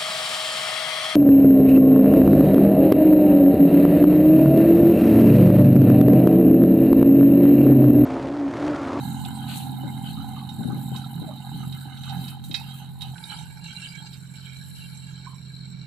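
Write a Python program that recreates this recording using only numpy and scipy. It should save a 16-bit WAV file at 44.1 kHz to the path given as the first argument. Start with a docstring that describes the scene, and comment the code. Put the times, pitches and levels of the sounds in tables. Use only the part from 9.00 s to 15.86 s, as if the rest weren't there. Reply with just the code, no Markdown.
"""A three-cylinder diesel tractor drags a rotary tiller through dry soil, heard from behind, then
farther off from the side. Each firing pulses the exhaust, which throbs and rasps, and shakes the
panels and engine block. Soil drag sets the clatter; the tines scrape, crunch clods and throw up
hissing showers and crumbs. Stones ring the steel hood, pebbles clink, and a few dull thumps and
knocks fall in between, over faint open-field air."""
import sys
import numpy as np
from scipy import signal
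from scipy.fft import rfft, irfft, next_fast_len
from scipy.io import wavfile

SR = 44100
rng = np.random.default_rng(int(sys.argv[2]) if len(sys.argv) > 2 else 0)


def write(x):
    x = np.atleast_2d(x).T
    wavfile.write(sys.argv[1], SR, np.round(np.clip(x, -1, 1) * 32767).astype(np.int16))


N = 302526
TIME_S = np.arange(N) / SR
FFT_SIZE = next_fast_len(N + 8192)
FREQ_HZ = np.maximum(np.arange(FFT_SIZE // 2 + 1) * SR / FFT_SIZE, 1)
TURN_S = 4.15
SIDE_VIEW = np.clip((TIME_S - TURN_S) / 0.043 + .5, 0, 1)   # 0 from behind, 1 from the side


def from_db(db):
    """Decibels to gain."""
    return np.exp(np.asarray(db) * (np.log(10) / 20))


def unit(x):
    """Stereo pair scaled to centre rms 1."""
    return x / np.sqrt(np.mean(x.mean(axis=0) ** 2) + 1e-20)


def curve(rows):
    """(t/s, value) rows at every sample."""
    return np.interp(TIME_S, *np.transpose(rows))


def pan(db):
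    """L-R level to two gains of mean 1."""
    gains = from_db(np.array([[.5], [-.5]]) * db)
    return gains / gains.mean(axis=0)


def drift(rate_hz):
    """Random wander, spread about 1."""
    knots = rng.standard_normal(2048)
    return np.interp(TIME_S * rate_hz, np.arange(len(knots)), knots)


def stereo_noise(coherence):
    """White noise, partly common to both sides."""
    common = np.sqrt(coherence) * rng.standard_normal(N)
    return common + np.sqrt(1 - coherence) * rng.standard_normal((2, N))


def colour(x, spectrum):
    """Filter by (f/Hz, level/dB) rows; white noise keeps its power."""
    hz, db = np.transpose(spectrum)
    gain = from_db(np.interp(np.log(FREQ_HZ), np.log(hz), db))
    return irfft(rfft(x, FFT_SIZE) * gain / np.sqrt(np.mean(gain ** 2)), FFT_SIZE)[:, :N]


def bandpass(x, low_hz, high_hz, order=3):
    """Flat-topped band filter."""
    return signal.sosfilt(signal.butter(order, [low_hz, high_hz], "band", fs=SR, output="sos"), x)


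def radiate(x, modes, view, flicker_db):
    """Steep, separately flickering resonances, rms 1; view 0..1 blends their two level columns."""
    spectrum = rfft(x.astype(np.float32), FFT_SIZE)
    out = power = 0
    for hz, width_hz, rear_db, side_db, pan_db in modes:
        skirt = 1 + ((FREQ_HZ / hz - hz / FREQ_HZ) * hz / width_hz) ** 2 / 2
        band = irfft(spectrum / (skirt ** 1.5).astype(np.float32), FFT_SIZE)[:, :N]
        gain = from_db(rear_db) * (1 - view) + from_db(side_db) * view
        out = out + band * gain * from_db(flicker_db * drift(28)) * pan(pan_db)
        power = power + width_hz * gain ** 2
    return unit(out / np.sqrt(power))


def puffs(firing, depth, decay, delay):
    """Envelope with one burst a firing; decay and delay in firing periods."""
    return np.sqrt(1 + depth * np.exp(-((firing - delay) % 1) / decay))


def dying(clicks, t60_s):
    """Exponential tail on each click."""
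    return signal.lfilter([1], [1, -from_db(-60 / (t60_s * SR))], clicks + 1e-18)


def grains(per_s, spread_db, t60_s, clump_db):
    """Envelope of many small, uneven impacts in clumps."""
    sizes = from_db(spread_db * np.minimum(rng.exponential(1, N), 3))
    born = rng.random(N) < per_s / SR
    power = dying(born * sizes ** 2, t60_s / 2)
    return np.sqrt(.35 + power) * from_db(clump_db * drift(35))


def burst(at_s, t60_s):
    """Envelope of one blow."""
    start, out = int(at_s * SR), np.zeros(N)
    age_s = TIME_S[:min(N - start, int(2 * t60_s * SR))]
    out[start:start + len(age_s)] = from_db(-60 * age_s / t60_s)
    return out


def strike(at_s, modes, rise_s):
    """One blow rings (f/Hz, level/dB, t60/s) modes."""
    start, out = int(at_s * SR), np.zeros(N)
    age_s = TIME_S[:min(N - start, SR // 4)]
    ring = sum(from_db(db - 60 * age_s / t60_s) * np.sin(2 * np.pi * hz * age_s)
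               for hz, db, t60_s in modes)
    out[start:start + len(age_s)] = ring * (1 - np.exp(-age_s / rise_s))
    return out


# engine speed: t/s, firing rate/Hz
FIRING_RATE = [(0.0, 43.85), (0.9, 43.65), (1.5, 43.85), (2.0, 44.15), (2.5, 44.2), (2.8, 44.5),
               (3.1, 44.3), (3.6, 44.6), (4.17, 43.95), (4.6, 44.15), (6.0, 44.15), (6.86, 43.9)]
def firing_phase():
    """Running count of cylinder firings."""
    return np.cumsum(curve(FIRING_RATE)) / SR - .5


# exhaust harmonics: order of the four-stroke cycle, full level/dB, dull level/dB
NOTE_ORDERS = [(5, -27, -7), (6, -10.5, -4.5), (8, -14.5, -17), (9, 3.5, 7), (10, -18, -52),
               (11, -13.5, 2.5), (12, -12.5, 3.5), (13, -10.5, -25), (15, -2.5, -15), (18, -11.5, -35),
               (21, -33, -29), (27, -36, -23.5)]
# exhaust note: t/s, level/dB
NOTE_LEVEL = [(0.0, -36.5), (0.85, -38), (1.05, -37.5), (1.5, -40.5), (1.76, -36), (2.4, -42.5),
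              (2.64, -36), (2.9, -43), (3.18, -37), (3.35, -42.5), (3.97, -44), (4.06, -41.5), (4.13, -39),
              (4.18, -57.5), (4.42, -45.5), (4.74, -53.5), (5.2, -48.5), (6.08, -46.5), (6.32, -48.5),
              (6.59, -46.5), (6.86, -46)]
def exhaust_note(firing, dull):
    """Every third order is a firing harmonic; unequal cylinders fill in the rest."""
    out = 0
    for order, full_db, dull_db in NOTE_ORDERS:
        gain = from_db(full_db + (dull_db - full_db) * dull + 1.3 * drift(20))
        # ground and tree reflections shift the phase between the sides
        shift_rad = 1.25 * drift(4) * np.array([[.5], [-.5]])
        out = out + gain * np.sin(2 * np.pi * (order / 3 * firing % 1) + shift_rad)
    return out * from_db(curve(NOTE_LEVEL) + 1.74) * pan(-2.8 - 3 * SIDE_VIEW)


# low exhaust resonances: f/Hz, width/Hz, full level/dB, dull level/dB, L-R/dB
RUMBLE_MODES = [(32.3, 9.2, -5.5, -1, -4), (105, 47, 0.5, -4, -21), (168, 37.6, 10, 12.5, -4.5),
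                (256, 57, 2, -50, -1), (407, 130, -31.5, -21, -8), (480, 380, -39, -62, -4)]
# rumble: t/s, level/dB
RUMBLE_LEVEL = [(0.0, -47), (0.04, -32), (0.53, -37.5), (0.65, -35.5), (1.58, -36.5), (1.66, -33),
                (2.14, -41.5), (2.16, -33.5), (2.5, -45.5), (2.54, -32.5), (2.85, -44.5), (3.13, -43),
                (3.17, -30.5), (3.36, -43.5), (4.1, -46), (4.6, -45), (5.84, -50.5), (6.86, -44.5)]
def exhaust_rumble(firing, dull):
    """Uneven firings drive the low resonances."""
    drive = stereo_noise(0.92) * puffs(firing, depth=8.3, decay=0.9, delay=-0.044)
    gain = from_db(curve(RUMBLE_LEVEL) - 3 + 1.4 * SIDE_VIEW)
    return gain * radiate(drive, RUMBLE_MODES, dull, flicker_db=1.6) * pan(.2 - 2 * SIDE_VIEW)


# mid exhaust resonances: f/Hz, width/Hz, rear level/dB, side level/dB, L-R/dB
RASP_MODES = [(741, 100, -8.5, 3, -7), (791.6, 57, 4.5, -16, -7.5), (842.5, 53, 0.5, 7, -7),
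              (873, 71, -13.5, 14, -25), (982, 96, -6.5, 0, -11)]
# rasp: t/s, level/dB
RASP_LEVEL = [(0.0, -40.5), (0.07, -42), (2.65, -49.5), (2.77, -55.5), (2.85, -50.5), (3.0, -56),
              (3.13, -42), (3.5, -59.5), (3.61, -51), (3.78, -58), (3.82, -48), (3.92, -57.5),
              (4.03, -50.5), (4.26, -56.5), (4.34, -45), (4.43, -55), (4.99, -63), (5.01, -50.5),
              (5.16, -70), (6.31, -66), (6.48, -77), (6.86, -72)]
def exhaust_rasp(firing):
    """Each firing sends a pressure step and a puff of gas out of the pipe."""
    gas = stereo_noise(.85) * puffs(firing, depth=11, decay=.22, delay=-.14)
    pulses = from_db(27) * (np.diff(firing % 1, prepend=0) < 0)
    return from_db(curve(RASP_LEVEL)) * radiate(gas + pulses, RASP_MODES, SIDE_VIEW, flicker_db=1.8)


# exhaust timbre: t/s, dullness (0 full, 1 dull)
DULLNESS = [(0, -0.19), (1.2, -0.12), (2.3, -0.0023), (3.2, 0.3), (3.7, 0.45), (4.12, 0.45), (4.18, 0.72),
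            (6.86, 0.71)]
def exhaust(firing):
    """Note, rumble and rasp; upper orders fade as the tractor swings round."""
    dull = curve(DULLNESS)
    return exhaust_note(firing, dull) + exhaust_rumble(firing, dull) + exhaust_rasp(firing)


# soil drag, as the clatter it causes: t/s, level/dB
DRAG_LEVEL = [(0.0, -46), (0.5, -46.5), (0.67, -49.5), (2.23, -51.5), (3.15, -46.5), (3.36, -56.5),
              (3.67, -54), (3.82, -64), (4.07, -59), (4.24, -46), (4.49, -54.5), (4.68, -51), (4.83, -44.5),
              (4.97, -43.5), (5.14, -52.5), (5.37, -53), (5.54, -45), (5.69, -49), (6.22, -45.5),
              (6.44, -51), (6.6, -48), (6.86, -48)]
def drag_gain(db, share, side_db, loss_db_per_s, reference_db=-51):
    """Gain of a part: follows the drag, then steps and ramps from the turn on."""
    swing_db = share * (curve(DRAG_LEVEL) - reference_db)
    away_s = np.maximum(TIME_S - TURN_S, 0)
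    return from_db(db + swing_db + side_db * SIDE_VIEW - loss_db_per_s * away_s)


# panel resonances: f/Hz, width/Hz, rear level/dB, side level/dB, L-R/dB
PANEL_MODES = [(1253, 69, 3.5, -54, -3), (1362, 71, 0.5, -1, -24), (1504, 72, 7.5, 5.5, -2),
               (1631, 108, 0, 7.5, -41), (2104, 143, -1.5, -9, 0.5), (2300, 118, -18.5, 9, -24)]
def panel_rattle(shake, scrape):
    """Firings and scrapes rattle the panels."""
    impacts = stereo_noise(0.36) * shake * grains(55, 2.4, 0.016, 2.2)
    drag = drag_gain(db=-59, share=1.23, side_db=4, loss_db_per_s=4.5)
    gain = np.hypot(drag, from_db(-5.5) * scrape)
    return gain * radiate(impacts, PANEL_MODES, SIDE_VIEW, flicker_db=4)


# tiller resonances: f/Hz, width/Hz, rear level/dB, side level/dB, L-R/dB
TILLER_MODES = [(2580, 91, -8, -18, 1), (2770, 70, -4, 21, -8), (2988, 130, 5, 15, -6),
                (3096, 127, 0.5, 13, 7), (3214, 81, 1.5, 16.5, -22), (4815, 96, -7.5, 16.5, 2),
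                (5590, 72, -26.5, 6, -8), (6160, 190, -11.5, 7, -11)]
def tiller_clatter(scrape):
    """Drag and scrapes ring the tiller's steel."""
    impacts = stereo_noise(0.15) * grains(90, 0.69, 0.024, 1.0)
    drag = drag_gain(db=-62, share=1.25, side_db=3.5, loss_db_per_s=5)
    return np.hypot(drag, scrape) * radiate(impacts, TILLER_MODES, SIDE_VIEW, flicker_db=7.5)


# engine block resonances: f/Hz, width/Hz, rear level/dB, side level/dB, L-R/dB
BLOCK_MODES = [(3766, 75, 3, 0.5, -33), (3888, 170, 2.5, 5, -8), (4018, 64, 2.5, 2, -6),
               (4030, 85, -32, 9.5, 4), (4226, 300, -5.5, 7, 6), (5560, 140, -44, 0.5, -17),
               (7600, 246, -13.5, 5.5, -36)]
def block_ticks(shake, scrape):
    """The block ticks, shaken by firings and scrapes."""
    impacts = stereo_noise(0.49) * shake * grains(120, 0.23, 0.028, 0.9)
    drag = drag_gain(db=-53, share=0.56, side_db=-2.5, loss_db_per_s=-0.5)
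    gain = np.hypot(drag, from_db(1.5) * scrape)
    return gain * radiate(impacts, BLOCK_MODES, SIDE_VIEW, flicker_db=3)


# hiss bands: f/Hz, width/Hz, rear level/dB, side level/dB, L-R/dB
SPRAY_BANDS = [(7000, 210, -3.5, -1, 8), (7640, 620, 9, 12, -12), (8700, 100, 10, 11, -7),
               (9390, 300, 10.5, 6.5, 18), (10150, 320, 6.5, 3, 12), (11270, 750, 6, 2.5, 25),
               (12300, 1000, 6.5, -3, 3.5), (13400, 600, 10.5, -3.5, -3.5), (14460, 300, -5, -14, -11)]
# flying soil: t/s, level/dB
SPRAY_LEVEL = [(0.0, -47), (0.48, -48.5), (1.32, -52), (1.83, -48.5), (2.35, -55), (2.58, -51.5),
               (2.83, -48.5), (2.93, -59), (3.08, -50.5), (3.3, -46), (3.41, -66), (3.48, -54), (3.95, -57),
               (4.28, -49), (4.6, -56), (4.66, -55.5), (4.93, -53.5), (5.22, -56.5), (5.71, -51.5),
               (5.94, -59), (6.61, -63.5), (6.86, -70)]
def soil_spray(shake):
    """Soil thrown up by the tines hisses, pulsing with the firings."""
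    impacts = stereo_noise(0.15) * shake * grains(220, 2.0, 0.011, 1.4)
    return from_db(curve(SPRAY_LEVEL) - 5.5) * radiate(impacts, SPRAY_BANDS, SIDE_VIEW, flicker_db=3.6)


# crumb ticks: f/Hz, level/dB
CRUMB_SPECTRUM = [(1500, -10), (3000, -5), (4300, -4), (5300, -16), (7000, -7.5), (9000, -5.5),
                  (14000, -9.5)]
def crumbs(count, spread_db, t60_s, scatter_db):
    """Single crumbs patter on the machine, louder while much soil flies."""
    out, age_s = np.zeros((2, N + SR)), TIME_S[:SR // 25]
    pitches_hz, colour_db = np.transpose(CRUMB_SPECTRUM)
    base_db = curve(SPRAY_LEVEL) + 1
    decay = from_db(-60 * age_s / t60_s)
    for when, pitch, size, side in rng.random((count, 4)):
        start = int(when * N)
        hz = pitches_hz[0] + pitch * (pitches_hz[-1] - pitches_hz[0])
        size_db = spread_db * min(-np.log(1 - size), np.pi)
        db = base_db[start] + np.interp(hz, pitches_hz, colour_db) + size_db
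        tick = from_db(db) * decay * np.sin(2 * np.pi * hz * age_s)
        out[:, start:start + len(age_s)] += tick * pan(scatter_db * (2 * side - 1))
    return out[:, :N]


# loose soil: t/s, length/s, level/dB, low f/Hz, high f/Hz, L-R/dB
SHOWERS = [(0.0, 0.29, -54, 6550, 9400, -3), (0.439, 0.28, -48.5, 6930, 14200, 0),
           (0.552, 0.042, -45.5, 6830, 15000, -2), (0.99, 0.21, -57, 7600, 14900, 6),
           (1.777, 0.094, -58, 9700, 15100, 1), (2.53, 0.15, -62, 8500, 14000, -1),
           (3.177, 0.16, -55, 7250, 14400, -3), (3.526, 0.069, -51.5, 6500, 12000, 6),
           (3.698, 0.14, -56, 7500, 14600, 1), (4.001, 0.047, -53.5, 7200, 12900, 0),
           (4.105, 0.37, -56, 8400, 10700, 4), (4.71, 0.24, -54.5, 7100, 9900, 0),
           (5.09, 0.088, -65, 11900, 13500, -3), (5.52, 0.59, -60, 9400, 11800, 11),
           (6.057, 0.11, -65, 6360, 7760, -13)]
def soil_showers():
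    """Each shower of fine grains swells and sinks in its own band."""
    out = np.zeros((2, N))
    sand = stereo_noise(0.043) * grains(1600, 1.1, 0.0024, 0.37)
    for at_s, length_s, db, low_hz, high_hz, pan_db in SHOWERS:
        span = slice(int(at_s * SR), int((at_s + length_s) * SR))
        band = unit(bandpass(sand[:, span], low_hz, high_hz))
        swell = np.sin(np.linspace(0, np.pi, band.shape[1]))
        out[:, span] += from_db(db) * pan(pan_db) * band * swell
    return out


# open field: f/Hz, density/dB
AIR_SPECTRUM = [(20, -8), (60, 6), (200, 3.5), (500, -11), (1200, -9.5), (2500, -14), (5000, -21),
                (9000, -35), (15000, -39)]
def field_air():
    """Faint, steady outdoor noise."""
    return from_db(-59) * colour(stereo_noise(0.37), AIR_SPECTRUM)


# dry clods: t/s, level/dB, t60/s, low f/Hz, high f/Hz, L-R/dB
CLOD_BURSTS = [(0.247, -37, 0.078, 2600, 4200, -6), (1.285, -46, 0.05, 7640, 14500, 2),
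               (1.491, -50, 0.07, 7560, 13000, 0), (1.556, -58, 0.067, 7000, 14000, 2),
               (1.963, -48, 0.19, 5000, 12900, 1), (2.972, -45, 0.06, 2700, 4300, 0),
               (3.438, -47.5, 0.27, 7000, 15000, 1), (3.738, -49, 0.14, 8000, 15000, 5),
               (4.017, -48, 0.071, 6500, 11900, -10), (4.179, -38, 0.028, 1510, 4240, -8),
               (4.639, -51, 0.1, 3500, 9350, -7), (4.952, -42, 0.035, 2500, 8000, -11),
               (5.062, -53, 0.063, 2800, 6000, 0), (6.699, -56, 0.04, 3000, 15000, -4)]
def clod_bursts(rise_s):
    """A clod bursts on the tines; its grit dies away in its own band."""
    out = np.zeros((2, N))
    grit = stereo_noise(0.12) * grains(640, 1.0, 0.002, 0)
    for at_s, db, t60_s, low_hz, high_hz, pan_db in CLOD_BURSTS:
        start = int(at_s * SR)
        age_s = TIME_S[:min(N - start, SR // 4)]
        span = slice(start, start + len(age_s))
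        envelope = from_db(db - 60 * age_s / t60_s) * (1 - np.exp(-age_s / rise_s))
        out[:, span] += envelope * pan(pan_db) * unit(bandpass(grit[:, span], low_hz, high_hz))
    return out


# steel tiller hood: f/Hz, level/dB, t60/s
HOOD_MODES = [(1400, -16, 0.079), (2120, -18, 0.17), (2170, -27, 0.13), (2578, -8, 0.22), (2930, -6, 0.056),
              (3200, 2, 0.082), (3430, -13, 0.066), (3743, -11.5, 0.19), (3817, -2, 0.069),
              (4020, -7.5, 0.027), (4090, -13.5, 0.06), (4560, -36, 0.029), (5900, -66, 0.074),
              (5660, -30, 0.19), (7350, -21, 0.035)]
# stones and clods on the hood: t/s, high ring level/dB, crack and low ring level/dB
HOOD_HITS = [(0.249, -30, -58), (0.442, -36, -63), (0.8764, -33, -63), (1.4907, -25, -49), (1.63, -33, -65),
             (1.8766, -36, -62), (1.96, -23.5, -40), (2.0434, -34, -55), (2.14, -33, -67),
             (2.3745, -35, -72), (2.724, -27, -44), (2.9703, -32.5, -59), (3.0348, -28, -47),
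             (3.094, -25, -39), (3.24, -32, -47), (3.279, -32, -36.5), (3.4395, -30, -61),
             (3.511, -27, -36), (3.5419, -13.5, -23.5), (3.5471, -24, -26.5), (4.008, -28.5, -45),
             (4.0184, -22, -36.5), (4.238, -25, -59), (4.386, -30, -53), (5.13, -31, -47)]
# crack of a hit: f/Hz, density/dB
CRACK_SPECTRUM = [(600, -13), (900, 9), (1200, -25), (1600, 2.5), (2400, 9), (3200, -4), (4200, 16.5),
                  (4900, 10.5), (5400, 4.5), (7500, -9), (11000, -25), (15000, -20)]
def stones_on_hood(split_hz, scatter_db, detune, breakup_s):
    """Each hit rings another spot of the hood; hard ones crack and reach the low modes."""
    hz, mode_db, t60_s = np.transpose(HOOD_MODES)
    ring = 0
    for at_s, high_db, low_db in HOOD_HITS:
        pitch_draw, level_draw = rng.standard_normal((2, len(hz)))
        db = np.where(hz > split_hz, high_db, low_db) + mode_db + scatter_db * level_draw
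        ring = ring + strike(at_s, zip(hz * (1 + detune * pitch_draw), db, t60_s), rise_s=0.0012)
    times_s, _, crack_db = np.transpose(HOOD_HITS)
    blows = np.bincount((times_s * SR).astype(int), from_db(crack_db), N)
    decay = dying(blows, t60_s=0.04) + from_db(-18) * dying(blows, t60_s=0.35)
    pole = np.exp(-1 / (breakup_s * SR))   # a clod takes a moment to break up
    crack = signal.lfilter([1 - pole], [1, -pole], decay)
    grit = colour(unit(stereo_noise(0.19) * grains(1300, 0.8, 0.00091, 0)), CRACK_SPECTRUM)
    return from_db(-5) * (ring * pan(-12.5) + crack * grit * pan(-3.6))


# pebbles: t/s, level/dB, f/Hz, t60/s, L-R/dB
PEBBLES = [(0.349, -41, 8500, 0.14, -7), (0.6904, -50, 2950, 0.033, -3), (4.2997, -26.5, 4020, .04, -16),
           (4.6414, -40.5, 4280, 0.044, -9), (4.729, -42, 1555, 0.08, -24), (4.7645, -24, 4010, 0.038, -14),
           (5.132, -45, 4800, 0.096, -14), (5.768, -48, 2800, 0.045, -5)]
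def pebble_clinks(pair_ratio, pair_db, rise_s):
    """A pebble flicked off the tines rings with two close, beating modes."""
    out = 0
    for at_s, db, hz, t60_s, pan_db in PEBBLES:
        modes = [(hz, db, t60_s), (hz * pair_ratio, db + pair_db, t60_s)]
        out = out + strike(at_s, modes, rise_s) * pan(pan_db)
    return out


# hard patches: t/s, length/s, steel level/dB, crunch level/dB
HARD_PATCHES = [(0.474, 0.11, -62, -41.5), (0.54, 0.15, -64, -46.5), (1.026, 0.24, -51.5, -55.5),
                (1.352, 0.071, -57.5, -62), (1.932, 0.14, -52, -60), (2.527, 0.21, -53, -79),
                (3.04, 0.33, -49.5, -69), (3.246, 0.13, -79, -79), (3.432, 0.079, -55, -69),
                (3.591, 0.127, -54, -62), (3.662, 0.26, -54, -59.5), (4.007, 0.11, -51.5, -51),
                (4.281, 0.21, -47.5, -55.5), (4.628, 0.27, -50.5, -56.5), (4.816, 0.09, -50.5, -56),
                (3.03, 0.031, -52, -47.5), (3.096, 0.02, -69, -60), (3.268, 0.038, -69, -68),
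                (5.055, 0.039, -48, -64), (5.118, 0.055, -58, -57), (5.338, 0.18, -55.5, -66),
                (5.434, 0.1, -65, -69), (5.748, 0.17, -55, -68), (5.755, 0.032, -60, -61),
                (6.07, 0.099, -58.5, -71)]
def tine_scrapes(rise_share):
    """Steel and crunch envelopes as the tines scrape through hard soil."""
    out = np.zeros((2, N))
    for at_s, length_s, steel_db, crunch_db in HARD_PATCHES:
        span = slice(int(at_s * SR), int((at_s + length_s) * SR))
        swell = np.sqrt(np.interp((TIME_S[span] - at_s) / length_s, [0, rise_share, 1], [0, 1, 0]))
        out[:, span] += from_db([[steel_db], [crunch_db]]) * swell
    return out


# crushed clods: f/Hz, density/dB
CRUNCH_SPECTRUM = [(800, -4), (1700, -3.5), (2100, -3.5), (2900, 10), (3400, 6), (4300, 10), (5300, -24),
                   (8000, -1), (15000, -40)]
def clod_crunch(envelope):
    """The tines crush clods in clumps of tiny impacts."""
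    impacts = unit(stereo_noise(0.35) * grains(240, 1.0, 0.0066, 4.5))
    return envelope * colour(impacts, CRUNCH_SPECTRUM)


# low thumps: t/s, level/dB, L-R/dB
THUMP_HITS = [(0.834, -29, 25), (1.593, -26.5, 28), (1.644, -26.5, 33), (1.682, -31, 30), (1.718, -27, 10),
              (1.767, -32, -15), (1.918, -28.5, 21), (2.189, -38, 30), (2.217, -30, 30), (2.548, -47, 6),
              (2.855, -39, -3), (3.498, -33.5, 19)]
# body of a thump: f/Hz, density/dB
THUMP_SPECTRUM = [(60, -17), (115, 16), (190, 14), (300, 7), (420, -8.5), (650, -13), (900, -42),
                  (1400, -50)]
def thumps(t60_s):
    """Dull noise bursts close by, each from its own side."""
    blows = sum(from_db(db) * burst(at_s, t60_s) * pan(pan_db) for at_s, db, pan_db in THUMP_HITS)
    return colour(blows * stereo_noise(0.99), THUMP_SPECTRUM)


# dull knocks: t/s, level/dB, f/Hz
KNOCK_HITS = [(0.843, -48, 547), (1.17, -45, 1210), (1.205, -45.5, 1310), (1.364, -42, 1140),
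              (1.415, -46, 1070), (1.705, -43.5, 1210), (1.944, -42, 1000), (2.04, -42, 1300),
              (2.275, -37.5, 612), (2.305, -50, 1180), (2.63, -43, 1280), (3.061, -47.5, 1230),
              (3.13, -42, 1570), (3.317, -47, 1300), (3.61, -36.5, 840), (4.159, -43, 1520),
              (4.319, -41, 1385), (6.264, -37, 1015), (6.291, -53, 1040), (6.328, -50, 1020)]
def knocks(t60_s, half_width_oct):
    """Hollow knocks: noise bursts, each ringing around its own pitch."""
    out, white = 0, stereo_noise(1.0)
    edge_ratio = 2 ** half_width_oct
    for at_s, db, hz in KNOCK_HITS:
        blow = burst(at_s - .002, t60_s) * white + 1e-18
        ring = bandpass(blow, hz / edge_ratio, hz * edge_ratio, order=2)
        out = out + from_db(db + 2) * ring / np.abs(ring).max()
    return out * pan(-10)


def scene():
    """Impacts, soil, tractor and air, summed in stereo."""
    hits = (stones_on_hood(split_hz=3500, scatter_db=2, detune=0.004, breakup_s=0.0021)
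            + pebble_clinks(pair_ratio=1.035, pair_db=-9, rise_s=0.002)
            + clod_bursts(rise_s=0.0024)
            + knocks(t60_s=0.14, half_width_oct=0.094)
            + thumps(t60_s=0.21))
    loose_soil = soil_showers() + crumbs(count=2000, spread_db=3.2, t60_s=0.005, scatter_db=16)
    firing = firing_phase()
    shake = puffs(firing, depth=4.3, decay=0.86, delay=-0.09)
    scrape, crunch = tine_scrapes(rise_share=0.13)
    tractor = (exhaust(firing) + panel_rattle(shake, scrape)
               + tiller_clatter(scrape) + block_ticks(shake, scrape))
    return tractor + soil_spray(shake) + clod_crunch(crunch) + loose_soil + hits + field_air()


def record(dry):
    """Steep low-pass at 15.3 kHz."""
    return signal.sosfilt(signal.ellip(10, .1, 80, 15300, fs=SR, output="sos"), dry)


dry = scene()
out = record(dry)
write(out)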